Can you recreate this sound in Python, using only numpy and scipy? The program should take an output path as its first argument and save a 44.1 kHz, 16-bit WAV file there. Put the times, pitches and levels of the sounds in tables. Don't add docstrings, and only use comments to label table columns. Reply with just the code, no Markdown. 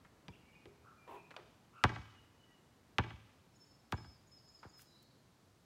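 import sys
import numpy as np
from scipy import signal
from scipy.fft import rfft, irfft
from scipy.io import wavfile

SR = 44100
rng = np.random.default_rng(int(sys.argv[2]) if len(sys.argv) > 2 else 0)


def master(y):
    cut = np.clip(np.atleast_2d(y).T, -1, 1)
    pcm = np.round(cut * 32767)
    wavfile.write(sys.argv[1], SR, pcm.astype(np.int16))


N = 249157
TIME = np.arange(N) / SR
SIZE = 16384
SHORT_TIME = np.arange(SIZE) / SR
FREQ = np.fft.rfftfreq(SIZE, 1 / SR)

# frequency_hz, level_db
RUMBLE_SPECTRUM = [(15, -49), (25, -17), (43, -6.5), (127, 2.5), (185, -1.5), (226, -1.5), (397, -7),
                   (438, -8.5), (977, -12), (3000, -21.5), (3900, -56), (6600, -120)]
# frequency_hz, level_db
LEAF_SPECTRUM = [(1500, -29.5), (3000, 0.5), (4000, 1.5), (7300, -3), (9000, -6.5), (12000, -8.5),
                 (15500, -13.5)]
RUMBLE_DB, RUMBLE_FADE_DB_PER_S = -66, 0.59

# delay_s, level_db, treble_limit_hz, smear_s
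WALL_ECHOES = [(.040, -28, 6000, .005), (.0535, -20, 8000, .0045), (.1222, -23, 7000, .002),
               (.058, -20, 1200, .005), (.075, -22, 1000, .005), (.139, -18, 220, .006)]
# frequency_hz, level_db
TREE_SPECTRUM = [(50, -21), (120, -12), (400, -16.5), (1200, -23), (2900, -19), (5800, -16), (11500, -25)]
# frequency_hz, t60_s
TREE_DECAY = [(60, 1), (300, 0.23), (1200, 1), (3000, 0.97), (6000, 0.95), (15000, .35)]

# start_s, level_db, overtone_db
CROW_CAWS = [(.828, -57.5, -26.5), (1.725, -56, -11)]
CAW_S, CAW_HZ, CAW_ARCH, CAW_RASP = 0.13, 1194, 0.12, 0.12

# start_s, length_s, level_db
HIGH_SONG = [(3.534, .05, -76), (3.592, 0.061, -59), (3.68, .09, -69), (3.958, 0.087, -57),
             (4.305, 0.086, -59), (4.42, 0.104, -65), (4.54, 0.047, -58), (4.72, .085, -60.5)]
SONG_HZ, SONG_EXCESS_HZ, SONG_SETTLE_S = 5146, 191.3, 0.328
# start_s, length_s, pitch_hz, level_db
FLUTED_NOTES = [(0.548, 0.042, 2480, -60), (0.963, 0.11, 2426, -65.5), (1.096, 0.14, 2680, -68.5),
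                (1.16, 0.062, 2468, -61.5), (1.23, .08, 2520, -68.5), (2.025, 0.064, 3024, -66),
                (2.14, 0.072, 2906, -68.5), (2.38, 0.094, 3000, -68), (2.444, .12, 1970, -71),
                (2.52, 0.063, 2890, -70)]
NOTE_FALL_PER_S = 0.29
# start_s, length_s, start_pitch_hz, level_db
DOWN_SLURS = [(0.301, 0.034, 3570, -71), (.52, 0.037, 3010, -65.5)]
SLUR_FALL_PER_S = 2.9
# start_s, length_s, pitch_hz, level_db, rasp_share
BUZZY_CALLS = [(0.313, .071, 2753, -62.5, 0.104), (0.398, 0.25, 2284, -68.5, 0.0364),
               (4.853, .18, 3950, -68.5, 0.023), (4.9, .27, 4350, -72.5, .066)]
# start_s, level_db
CHIP_CALLS = [(3.552, -70.5), (3.935, -66), (4.268, -66.5), (4.478, -67), (4.685, -69)]
CHIP_HIGH_HZ, CHIP_LOW_HZ, CHIP_FALL = 7350, 5150, 0.13
CHIP_S, CHIP_GAP_S, CHIP_LOW_DB = 0.024, 0.106, 2

# start_s, level_db, centre_hz, t60_s
GROUND_SCUFFS = [(.048, -54.5, 1510, 0.082), (4.629, -47, 1100, 0.15), (4.7917, -49, 1900, 0.03)]
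SCUFF_RISE_S, SCUFF_OCTAVES = 0.0012, 1.2
# start_s, level_db, rise_s
DRY_RUSTLES = [(3.916, -51, 0.0077), (4.765, -57.5, 0.045), (4.815, -50, 0.0056), (5.019, -61, .01)]
RUSTLE_HZ, RUSTLE_OCTAVES, RUSTLE_FALL = 7600, 4.8, 3.8

# frequency_hz, level_db
NET_SPECTRUM = [(100, -17), (250, -14), (370, 3.5), (600, -7), (980, 5), (1400, -18), (2800, -18),
                (5000, -36.5), (11000, -36.5), (14500, -37), (16000, -40)]
DRAG_S, DRAG_DB = 1.066, -52
DRAG_ATTACK_S, DRAG_HOLD_S, DRAG_RELEASE_S = 0.032, 0.059, 0.057
# start_s, level_db, centre_hz, width_octaves, t60_s
CORD_SNAPS = [(1.077, -49, 905, 2, .04), (1.3067, -44.5, 750, 2.8, .07), (1.34, -44, 1091, .5, 0.044),
              (1.364, -36.5, 2947, .8, .02), (1.365, -47, 856, 1.7, .24)]
SNAP_RISE_S = 0.0007

# frequency_hz, level_db
SHELL_SPECTRUM = [(30, -23), (60, 3.5), (105, 10.5), (170, 3), (280, 2.5), (470, -1), (630, -5.5),
                  (800, 3.5), (1300, -5.5), (2400, -6), (3300, -7), (4100, -12.5), (5400, -16.5),
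                  (7500, -25), (11000, -35.5), (16000, -47)]
# frequency_hz, level_db, t60_s
AIR_MODES = [(114, -23, 0.23), (203, -38.5, 0.2), (286, -26, 0.056), (390, -29, 0.028), (554, -28.5, 0.093),
             (737, -24.5, 0.08), (885, -20.5, 0.069), (977, -19, 0.082), (1143, -19.5, 0.074),
             (1400, -20.5, .056), (1470, -21, 0.06), (1548, -23.5, 0.07), (1668, -25.5, 0.089),
             (1765, -22.5, 0.065), (2040, -36, 0.096), (2262, -41.5, 0.55), (2480, -40.5, 0.11),
             (2650, -37.5, 0.033), (2830, -40, .17), (3190, -44.5, 0.1), (3368, -46.5, 0.26),
             (3570, -46, 0.11), (4010, -47, 0.15), (4190, -44, 0.07)]
# frequency_hz, level_db, t60_s
RIM_MODES = [(188, -14, 0.094), (952, -26.5, 0.11), (2330, -29, 0.09), (4827, -26.5, 0.037),
             (5800, -28, 0.025)]
# frequency_hz, level_db, t60_s
BOARD_MODES = [(324, -23, 0.06), (360, -20.5, 0.3), (406, -19.5, 0.37), (470, -25.5, 0.24)]
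# start_s, level_db, rim_ring_db, board_ring_db
HOOP_KNOCKS = [(0.2827, -37.5, 7.5, -6), (.6565, -45.5, -16, 9.5)]
HOOP_CONTACT_S, HOOP_THUMP_DB, HOOP_SMACK_HZ, HOOP_SMACK_DB = 0.0047, 10.5, 2870, 5
# start_s, level_db, contact_s, smack_hz, smack_db, treble_db
ASPHALT_BOUNCES = [(1.8389, -10.5, .0105, 1500, 7.5, 1.5), (2.9842, -14, .0125, 2420, 5.5, -5),
                   (3.9239, -23.5, 0.015, 1360, 6, 2)]
THUMP_DB, THUMP_GROWTH, THUMP_HZ = 5, 0.5, 260
SMACK_OCTAVES, AIR_DB = 0.49, 1.5
ROUGHNESS_S = 0.007
TREBLE_HZ = 6000
LANDING_S, LANDING_DB, LANDING_CONTACT_S = 4.647, -44.5, 0.013
LANDING_THUMP_DB, LANDING_TOP_HZ = 14, 1500
TOP_HZ = 15800


def undb(db):
    return 10 ** (np.asarray(db) / 20)


def along(points, hz):
    f, value = np.transpose(points)
    return np.interp(np.log(hz + 1), np.log(f), value)


def colour(x, points):
    gain = undb(along(points, np.fft.rfftfreq(len(x), 1 / SR)))
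    y = irfft(rfft(x) * gain, len(x))
    return y / y.std()


def causal(db):
    cepstrum = irfft(np.log(undb(db)))
    cepstrum[1:SIZE // 2] *= 2
    cepstrum[SIZE // 2 + 1:] = 0
    return np.exp(rfft(cepstrum))


def low_pass(x, hz, order=2):
    return signal.sosfilt(signal.butter(order, hz, fs=SR, output="sos"), x)


def band(x, lo_hz, hi_hz):
    edges = [lo_hz, min(hi_hz, SR / 2 - 100)]
    return signal.sosfilt(signal.butter(2, edges, "band", fs=SR, output="sos"), x)


def walk(rate, count):
    knots = rng.standard_normal(2048)
    return np.interp(np.arange(count) / SR * rate, np.arange(len(knots)), knots, period=len(knots))


def add(out, s, x):
    i = max(int(s * SR), 0)
    out[i:i + len(x)] += x[:max(len(out) - i, 0)]


def calm(sway_db=0.07, rumble_top_hz=3000, leaves_db=-78):
    rumble = low_pass(colour(rng.standard_normal(N), RUMBLE_SPECTRUM), rumble_top_hz, order=3)
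    swell = undb(RUMBLE_DB - RUMBLE_FADE_DB_PER_S * TIME + sway_db * walk(5.2, N))
    hiss = undb(leaves_db) * colour(rng.standard_normal(N), LEAF_SPECTRUM)
    return rumble * swell + hiss


def trees(build_s=0.025, clump_db=2):
    t, out = TIME[:SR], 0
    clumps = undb(clump_db * walk(160, SR))
    build = 1 - np.exp(-(t / build_s) ** 2)
    for hz in 45 * 2. ** np.arange(9):
        noise = band(rng.standard_normal(SR), hz / np.sqrt(2), hz * np.sqrt(2))
        envelope = clumps * build * undb(-60 * t / along(TREE_DECAY, hz))
        out = out + undb(along(TREE_SPECTRUM, hz)) * noise * envelope / np.linalg.norm(envelope)
    return out


def walls():
    out = np.zeros(SIZE)
    out[0] = 1
    for delay_s, db, hz, smear_s in WALL_ECHOES:
        diffuse = smear_s / (smear_s + 0.0015)
        scatter = rng.standard_normal(SIZE) * np.exp(-SHORT_TIME / smear_s)
        scatter *= diffuse / np.linalg.norm(scatter)
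        scatter[0] += 1 - diffuse
        add(out, delay_s, undb(db) * low_pass(scatter, min(hz, 18000)))
    return out


def rasp(length_s, hz, shake, arch=0, overtone=0, flutter_db=3.0):
    count = int(length_s * SR)
    swell = np.sin(np.linspace(0, np.pi, count))
    pitch = hz * (1 + arch * swell + shake * walk(490, count))
    phase = 2 * np.pi * np.cumsum(pitch) / SR
    voice = np.sin(phase) + overtone * np.sin(2 * phase)
    return swell * undb(flutter_db * walk(400, count)) * voice


def crow():
    out = np.zeros(N)
    for s, db, overtone_db in CROW_CAWS:
        add(out, s, undb(db) * rasp(CAW_S, CAW_HZ, CAW_RASP, CAW_ARCH, undb(overtone_db)))
    return out


def whistle(length_s, hz, fall, waver, flutter_db=2.5):
    count = int(length_s * SR)
    pitch = hz * np.linspace(1, 1 - fall, count) * (1 + waver * walk(250, count))
    tone = np.sin(2 * np.pi * np.cumsum(pitch) / SR)
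    return signal.windows.tukey(count, 0.5) * undb(flutter_db * walk(70, count)) * tone


def songbirds():
    out = np.zeros(N)
    for s, length_s, db in HIGH_SONG:
        hz = SONG_HZ + SONG_EXCESS_HZ * np.exp((HIGH_SONG[0][0] - s) / SONG_SETTLE_S)
        add(out, s, undb(db) * whistle(length_s, hz, fall=0.0051, waver=0.0032))
    for s, length_s, hz, db in FLUTED_NOTES:
        add(out, s, undb(db) * whistle(length_s, hz, NOTE_FALL_PER_S * length_s, waver=0.01))
    for s, length_s, hz, db in DOWN_SLURS:
        add(out, s, undb(db) * whistle(length_s, hz, SLUR_FALL_PER_S * length_s, waver=0.016))
    for s, length_s, hz, db, shake in BUZZY_CALLS:
        add(out, s, undb(db) * rasp(length_s, hz, shake))
    return out


def chips(waver=0.023, scatter=0.01):
    out = np.zeros(N)
    tunings = 1 + scatter * rng.standard_normal(len(CHIP_CALLS))
    for (s, db), tune in zip(CHIP_CALLS, tunings):
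        high = whistle(CHIP_S, tune * CHIP_HIGH_HZ, CHIP_FALL, waver)
        low = whistle(CHIP_S, tune * CHIP_LOW_HZ, CHIP_FALL, waver)
        add(out, s, undb(db) * high)
        add(out, s + CHIP_GAP_S, undb(db + CHIP_LOW_DB) * low)
    return out


def burst(hz, octaves, rise_s, t60, grain_db=3):
    edge = 2 ** (octaves / 2)
    grains = rng.standard_normal(SIZE) * undb(grain_db * walk(900, SIZE))
    grit = band(grains, hz / edge, hz * edge)
    decay = undb(-60 * np.maximum(SHORT_TIME - rise_s, 0) / t60)
    envelope = np.minimum(SHORT_TIME / rise_s, 1) * decay
    return envelope * grit / (2 * grit.std())


def ground():
    out = np.zeros(N)
    for s, db, hz, t60 in GROUND_SCUFFS:
        add(out, s, undb(db) * burst(hz, SCUFF_OCTAVES, SCUFF_RISE_S, t60))
    for s, db, rise_s in DRY_RUSTLES:
        add(out, s, undb(db) * burst(RUSTLE_HZ, RUSTLE_OCTAVES, rise_s, RUSTLE_FALL * rise_s))
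    return out


def net(slip_db=0.5, body_db=-50):
    slips = rng.standard_normal(N) * undb(slip_db * walk(180, N))
    corners = DRAG_S + np.cumsum([0, DRAG_ATTACK_S, DRAG_HOLD_S, DRAG_RELEASE_S])
    out = colour(slips, NET_SPECTRUM) * undb(DRAG_DB) * np.interp(TIME, corners, [0, 1, 1, 0])
    for s, db, hz, octaves, t60 in CORD_SNAPS:
        add(out, s, undb(db) * burst(hz, octaves, SNAP_RISE_S, t60))
    body_rustle = burst(hz=416, octaves=0.53, rise_s=0.014, t60=0.27)
    add(out, CORD_SNAPS[-1][0], undb(body_db) * body_rustle)
    return out


def ring(modes, detune=0.0013):
    out = np.zeros(SIZE)
    for hz, db, t60 in modes:
        tuned_hz = hz * (1 + detune * rng.standard_normal())
        out += undb(db - 60 * SHORT_TIME / t60) * np.sin(2 * np.pi * tuned_hz * SHORT_TIME)
    return out


def split_response(kind, hz):
    return signal.freqz(*signal.butter(3, hz, kind, fs=SR), FREQ, fs=SR)[1]


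def blow(contact_s, thump_db, smack_hz, smack_db, rings=0, treble_db=0, lag_s=0.03, bend_hz=110,
         split_hz=1550, trip_s=0.0007, lift_db=-8, lift_hz=1700, ring_rise_s=0.0012, roughness_db=-9):
    delay = trip_s + lag_s / (1 + FREQ / bend_hz)
    creep = np.exp(-2j * np.pi * np.cumsum(delay) * SR / SIZE)
    slow, fast = split_response("low", split_hz), split_response("high", split_hz)
    noise = rng.standard_normal(SIZE) * np.exp(-SHORT_TIME / ROUGHNESS_S)
    roughness = fast * rfft(noise) * undb(roughness_db) / np.linalg.norm(noise)
    thump = thump_db / (1 + (FREQ / THUMP_HZ) ** 2)
    octaves_off = np.log2((FREQ + 1) / smack_hz)
    smack = smack_db * np.exp(-0.5 * (octaves_off / SMACK_OCTAVES) ** 2)
    treble = treble_db * FREQ ** 4 / (FREQ ** 4 + TREBLE_HZ ** 4)
    shell = causal(along(SHELL_SPECTRUM, FREQ) + thump + smack + treble)
    wave = irfft(shell * (fast + roughness + slow * creep)) * np.linspace(1, 0, SIZE)
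    wave /= abs(signal.hilbert(wave)).max()
    out = wave + rings * (1 - np.exp(-SHORT_TIME / ring_rise_s))
    add(out, contact_s, undb(lift_db) * band(wave, 270, lift_hz))
    return out


def ball():
    out = np.zeros(N)
    hardest_db = max(row[1] for row in ASPHALT_BOUNCES)
    for s, db, rim_db, board_db in HOOP_KNOCKS:
        rings = undb(rim_db) * ring(RIM_MODES) + undb(board_db) * ring(BOARD_MODES)
        knock = blow(HOOP_CONTACT_S, HOOP_THUMP_DB, HOOP_SMACK_HZ, HOOP_SMACK_DB, rings)
        add(out, s, undb(db) * knock)
    for s, db, contact_s, smack_hz, smack_db, treble_db in ASPHALT_BOUNCES:
        thump_db = THUMP_DB + THUMP_GROWTH * (hardest_db - db)
        rings = undb(AIR_DB) * ring(AIR_MODES)
        add(out, s, undb(db) * blow(contact_s, thump_db, smack_hz, smack_db, rings, treble_db))
    landing = blow(LANDING_CONTACT_S, LANDING_THUMP_DB, smack_hz=496, smack_db=8, rings=ring(AIR_MODES))
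    add(out, LANDING_S, undb(LANDING_DB) * band(landing, 20, LANDING_TOP_HZ))
    return out


def scene(bird_direct_db=-3, bird_wet_db=15.5, bird_damp_hz=3800, chip_wet_db=15, net_wet_db=8):
    play, friction = ball(), net() + ground()
    song, flicks = songbirds() + crow(), chips()
    soft_song = low_pass(song, bird_damp_hz)
    near = signal.fftconvolve(play, walls())[:N]
    to_trees = play + undb(net_wet_db) * friction
    to_trees += undb(bird_wet_db) * soft_song + undb(chip_wet_db) * flicks
    far = signal.fftconvolve(to_trees, trees())[:N]
    birds = undb(bird_direct_db) * (song + flicks)
    return (near + friction + birds + far + calm())[None]


def record(dry, low_cut_hz=36):
    thin = signal.sosfilt(signal.butter(3, low_cut_hz, "high", fs=SR, output="sos"), dry)
    return signal.sosfilt(signal.ellip(10, 0.1, 70, TOP_HZ, fs=SR, output="sos"), thin)


dry = scene()
out = record(dry)
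master(out)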